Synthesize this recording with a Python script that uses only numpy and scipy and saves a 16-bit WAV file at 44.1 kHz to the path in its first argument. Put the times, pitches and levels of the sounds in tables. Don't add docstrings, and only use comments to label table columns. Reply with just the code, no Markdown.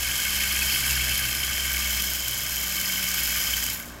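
import sys
import numpy as np
from scipy import signal
from scipy.fft import rfft, irfft
from scipy.io import wavfile

SR = 44100
rng = np.random.default_rng(int(sys.argv[2]) if len(sys.argv) > 2 else 0)


def store_wav(level_fs):
    pcm = np.round(np.clip(np.atleast_2d(level_fs), -1, 1) * 32767)
    wavfile.write(sys.argv[1], SR, pcm.T.astype(np.int16))


N = 176400

# time in seconds, then relative levels in dB of the
JET = [(0.0, -33, -31, -34.5, -35.5), (0.5, -30, -30.2, -32, -32), (0.64, -30.5, -29, -30.5, -35),
       (0.72, -31, -30, -29.5, -27.5), (0.82, -30, -30, -32.5, -33), (0.9, -29, -28.5, -30.5, -33.5),
       (1.02, -30.5, -31, -33.5, -32.5), (1.18, -30, -31, -32, -32.5), (1.24, -32, -32.5, -32.5, -34),
       (1.7, -32, -32, -31.5, -35), (1.99, -33.5, -30.5, -30.5, -33.5), (2.06, -37, -32, -32, -33),
       (2.2, -39, -33.5, -33, -37), (2.58, -37.5, -33, -32, -37), (3.0, -34, -31.5, -31, -34),
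       (3.5, -33, -30.5, -29, -32), (3.71, -37, -33, -33.5, -36.5), (3.745, -41, -35, -31.5, -43),
       (3.81, -41.5, -43, -41.5, -53), (3.87, -53, -45, -45.5, -53), (4.0, -55, -57, -58, -62)]
LOW_RING, SPLASH, FINE_SPRAY, BRIGHT_RING = 1, 2, 3, 4


def amp(db):
    return 10 ** (np.asarray(db) / 20)


def unit(x):
    return x / np.sqrt(np.mean(x ** 2) + 1e-20)


def curve(table, column=1):
    table = np.array(table)
    return np.interp(np.arange(N) / SR, table[:, 0], table[:, column])


def gains(spectrum):
    hz, db = np.transpose(spectrum)
    return amp(np.interp(np.log(np.fft.rfftfreq(N, 1 / SR) + 1), np.log(hz), db))


def colour(x, spectrum):
    log_gain = np.log(gains(spectrum))
    phase = -signal.hilbert(np.r_[log_gain, log_gain[-2:0:-1]]).imag[:len(log_gain)]
    return irfft(rfft(x) * np.exp(log_gain + 1j * phase), N)


def wander(hz):
    f = np.fft.rfftfreq(N, 1 / SR)
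    return unit(irfft(rfft(rng.standard_normal(N)) * np.exp(-(f / hz) ** 2 / 2), N))


def slugs(slowest_hz=22, fastest_hz=91):
    f = np.fft.rfftfreq(N, 1 / SR)
    band = np.exp(-(f / fastest_hz) ** 2 / 2) * f / np.hypot(f, slowest_hz)
    return unit(irfft(rfft(rng.standard_normal(N)) * band, N))


def drops(per_s, spread_db):
    size = amp(spread_db * np.minimum(rng.exponential(1, N), 4))
    return unit(size * rng.choice([-1., 1.], N) * (rng.random(N) < per_s / SR))


def die_away(hits, decay_s):
    return signal.lfilter([1], [1, -np.exp(-1 / (decay_s * SR))], hits)


def bursts(per_s, decay_s, depth):
    hits = (rng.random(N) < per_s / SR) * 2 * rng.random(N)
    return np.sqrt(1 + depth * die_away(hits, decay_s))


def glancing(from_s=1.15, to_s=2.03):
    return curve([(from_s, 0), (to_s, 1)])


def ground():
    # frequency in Hz, relative spectral level in dB.
    runoff_spectrum = [(15, -12.5), (90, 0.5), (150, -4.5), (320, -6), (480, -11.5), (620, -6), (780, -11),
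                       (1100, -7.5), (1380, -11), (1560, -4), (1950, -14.5), (2600, -19.5), (10000, -28.5),
                       (16000, -41)]
    buffet_spectrum = [(15, -18), (35, -8), (50, 6), (75, -23), (100, -5), (112, 1.5), (124, 4), (138, 2.5),
                       (165, -2.5), (300, -10), (600, -21), (1500, -57)]
    trickle = drops(per_s=4000, spread_db=2.5) + rng.standard_normal(N)
    runoff = unit(colour(trickle, runoff_spectrum)) * amp(-44)
    buffet = unit(colour(rng.standard_normal(N), buffet_spectrum))
    return runoff + buffet * amp(curve(JET, LOW_RING) - 20)


def hum(jitter_rad=0.34):
    # time in seconds, blade passes per second.
    speed = [(0, 63), (.55, 65.6), (1.0, 63.9), (1.5, 65.5), (2.05, 63), (2.4, 62), (2.8, 62), (3.4, 59.7),
             (4, 59)]
    # time in seconds, relative level of the fundamental in dB.
    fundamental = [(0.0, -36), (0.13, -39.5), (0.2, -47), (0.31, -39), (0.67, -37), (0.8, -44),
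                   (0.93, -31.5), (1.09, -35), (1.19, -40.5), (1.55, -37.5), (1.88, -34.5), (2.46, -44.5),
                   (2.58, -40), (2.85, -46.5), (3.1, -44), (3.27, -39), (3.45, -43), (3.56, -37),
                   (3.76, -46), (3.84, -56), (3.91, -46), (4.0, -49)]
    # time in seconds, relative levels of harmonics 2 and 3 in dB.
    overtones = [(0.0, -62, -65), (0.08, -51, -59), (0.34, -60, -47), (0.91, -43, -50), (1.49, -48, -55),
                 (2.06, -62, -47), (2.24, -60, -58.5), (2.28, -45, -56.5), (2.88, -67, -44.5),
                 (3.94, -55, -55.5), (4.0, -52, -58)]
    # time in seconds, levels of the half order and of harmonics 4 and 5 in dB.
    faint = [(0, -55, -59, -68), (1.1, -58, -61.5, -58), (3.3, -69, -60, -64), (3.9, -64, -51.5, -59)]
    pass_hz = curve(speed) * (1 + 0.0039 * wander(hz=8))
    phase = 2 * np.pi * np.cumsum(pass_hz) / SR
    orders = [(2, curve(overtones, 1) + 0.5), (3, curve(overtones, 2) + 0.5),
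              (0.5, curve(faint, 1)), (4, curve(faint, 2)), (5, curve(faint, 3))]
    out = amp(curve(fundamental) - 0.5 + wander(hz=14)) * np.sin(phase)
    for order, db in orders:
        level = amp(db + 0.26 * wander(hz=11))
        jitter = jitter_rad * wander(hz=22)
        out += level * np.sin(order * phase + jitter + 2 * np.pi * rng.random())
    return np.sqrt(2) * out


def bubble(hz, decay_s, glide=0.0015):
    t = np.arange(1400) / SR
    age = t / decay_s
    return (1 - np.exp(-4 * age)) * np.exp(-age) * np.sin(2 * np.pi * hz * t * (1 + glide * age))


def plinks(per_s=28, low_hz=2240, high_hz=2775, pitches=24):
    out = np.zeros(N)
    for hz in np.linspace(low_hz, high_hz, pitches):
        hits = (rng.random(N) < per_s / pitches / SR) * rng.uniform(0.45, 1, N)
        out += signal.oaconvolve(hits, bubble(hz, decay_s=0.0013))[:N]
    return unit(out) * amp(curve(JET, LOW_RING) - 9.5 - 5 * glancing())


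def big_plinks():
    # start in seconds, relative level in dB, pitch in Hz.
    bubbles = [(0.6195, -14.5, 2560), (0.7387, -19, 2600), (0.838, -19, 2272), (0.9023, -19, 2720),
               (0.9403, -29, 2640), (1.0066, -23, 2310), (1.0124, -21, 2670), (1.1029, -25, 2600)]
    out = np.zeros(N)
    for start_s, db, hz in bubbles:
        ring, start = bubble(hz, decay_s=0.005), round(start_s * SR)
        out[start:start + len(ring)] += amp(db + 1) * ring
    return out


def snaps(small_per_s=50):
    # start in seconds, relative levels of the smack and of the tick in dB.
    large_drops = [(0.3466, -14, -18), (0.5172, -16, -11), (0.8844, -15, -14), (0.9024, -10, -12),
                   (1.0939, -15, -14), (1.1802, -17, -11.5), (1.731, -15, -12), (1.8951, -14, -15),
                   (2.0218, -12, -11), (2.0428, -15, -13), (2.1355, -12, -13), (2.3466, -18, -13),
                   (2.4349, -13, -15), (2.5601, -11, -19), (2.8584, -14, -13), (3.3628, -14, -14),
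                   (3.5695, -12, -15), (3.6391, -22, -14), (3.7995, -34, -23), (3.8262, -19, -29),
                   (3.8995, -26, -42)]
    # frequency in Hz, gain in dB.
    smack_spectrum = [(500, -28), (2000, -3), (4000, -2), (5200, 7), (7000, 9), (8600, 0), (9300, -12),
                      (16000, -30)]
    tick_spectrum = [(500, -45), (7000, -20), (9300, -12), (10800, 8), (13000, 11), (16000, 0)]
    flow, out = amp(curve(JET, FINE_SPRAY)), np.zeros(N)
    falls = rng.random(N) < small_per_s / SR
    small_drops = falls * amp(-27 + 2 * rng.standard_normal(N)) * flow / flow.max()
    for part, spectrum in enumerate([smack_spectrum, tick_spectrum]):
        hits = small_drops.copy()
        for start_s, *db in large_drops:
            hits[round(start_s * SR)] += amp(db[part] - 7.5)
        envelope = die_away(hits, decay_s=0.0006)
        out += colour(envelope * rng.choice([-1., 1.], N), spectrum)
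    return out


def spray(surge, drops_per_s=9000):
    # frequency in Hz, relative spectral level in dB.
    splash_spectrum = [(200, -28.5), (800, -11), (1400, -14), (2500, -9), (3300, -2.5), (3750, -4.5),
                       (4300, -1.5), (4780, -4.5), (4960, 1), (5500, -1.5), (6420, -0.5), (6720, 2.5),
                       (7200, 1), (8350, -2.5), (8680, -3.5), (9200, -10), (10500, -16.5), (16000, -40)]
    square_spectrum = [(3000, -17), (8000, -33), (9400, -7.5), (10200, -2), (10850, 5.5), (11150, -1.5),
                       (12000, 2.5), (12950, 3.5), (13400, -6.5), (14200, 1), (15000, -6), (15450, -3.5),
                       (16000, -13.5)]
    glancing_spectrum = [(3000, -38), (8000, -21), (9400, -12), (10200, -4.5), (10850, -3), (11150, 1),
                         (12100, -3), (12700, 5.5), (13400, -4), (14200, 1.5), (15080, -8), (15400, -2),
                         (16000, -3.5)]
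    glance = glancing()
    flare = bursts(per_s=150, decay_s=0.00095, depth=2.7)
    coarse = drops(drops_per_s, spread_db=2) + 0.97 * rng.standard_normal(N)
    coarse *= flare * bursts(per_s=200, decay_s=0.00054, depth=0.99)
    coarse *= amp(0.37 * surge + 0.22 * slugs())
    splash = unit(colour(coarse, splash_spectrum))
    fine = drops(drops_per_s, spread_db=0.5) + 0.42 * rng.standard_normal(N)
    fine *= flare * bursts(per_s=310, decay_s=0.0006, depth=1.5)
    fine *= amp(0.25 * surge + 0.99 * slugs())
    fizz = unit(colour(fine, square_spectrum)) * (1 - glance)
    fizz += unit(colour(fine, glancing_spectrum)) * glance
    return splash * amp(curve(JET, SPLASH) - 1) + fizz * amp(curve(JET, FINE_SPRAY) + 1)


def blades(surge, bright_from_hz=2900):
    # mode frequency in Hz, width in Hz, relative levels in dB for a square and a glancing jet.
    modes = [(1194, 38, -6, -5), (1531, 64, -4, -3.5), (1631, 63, -5, -8), (1860, 116, -8.5, -8.5),
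             (2208, 80, 1, 0.5), (2320, 190, -17.5, -12), (2620, 126, -3, -5), (3013, 55, -4.5, -4),
             (3113, 65, 2, 1), (3288, 50, -6, -6.5), (4410, 300, -8.5, -26), (4986, 180, -7, -9.5),
             (5160, 170, -2.5, -0.5), (6070, 91, -13, -8), (6930, 450, -14, -4.5)]
    # frequency in Hz, gain in dB.
    ring_spectrum = [(300, -21), (900, -13.5), (1400, -3), (1550, 0), (3300, -0.5), (3600, -9.5), (4400, 2),
                     (4950, -1), (7100, 0.5), (9000, -13)]
    glance, low, bright = glancing(), np.zeros(N), np.zeros(N)
    for hz, width_hz, square_db, glancing_db in modes:
        pole = np.exp((-np.pi * width_hz + 2j * np.pi * hz) / SR)
        hits = drops(per_s=2400, spread_db=1.5) * amp(1.33 * surge + 3 * slugs())
        ring = signal.lfilter([1], [1, -pole], hits).real
        group = bright if hz > bright_from_hz else low
        group += unit(ring) * amp(square_db + (glancing_db - square_db) * glance)
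    low = unit(low) * amp(curve(JET, LOW_RING) - 1 + 1.6 * glance)
    bright = unit(bright) * amp(curve(JET, BRIGHT_RING) + 2.1)
    return colour(low + bright, ring_spectrum)


def water():
    surge = slugs()
    return blades(surge) + plinks() + spray(surge) + ground()


def scene():
    # frequency in Hz, gain of the diffuse water noise in dB.
    width = [(70, -34), (125, -32), (250, -19), (500, -11.5), (1100, -11.5), (1300, -22), (1800, -49),
             (2200, -17.5), (2800, -33), (3150, -21.5), (3700, -36), (4400, -15), (5600, -71), (8000, -72),
             (9000, -31), (10000, -10.5), (11200, -14), (11900, -60)]
    # frequency in Hz, left minus right in dB.
    balance = [(200, 0), (500, .1), (1000, .3), (2200, .8), (4000, .05)]
    mid = rfft(water() + snaps() + big_plinks() + hum())
    side = colour(water(), width)
    lean = np.sqrt(gains(balance))
    return np.array([irfft(mid * lean, N) + side, irfft(mid / lean, N) - side])


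def record(dry):
    lowpass = signal.firwin(1023, 15830, window=("kaiser", 9), fs=SR)
    return signal.oaconvolve(dry, lowpass[None], "same")


dry = scene()
out = record(dry)
store_wav(out)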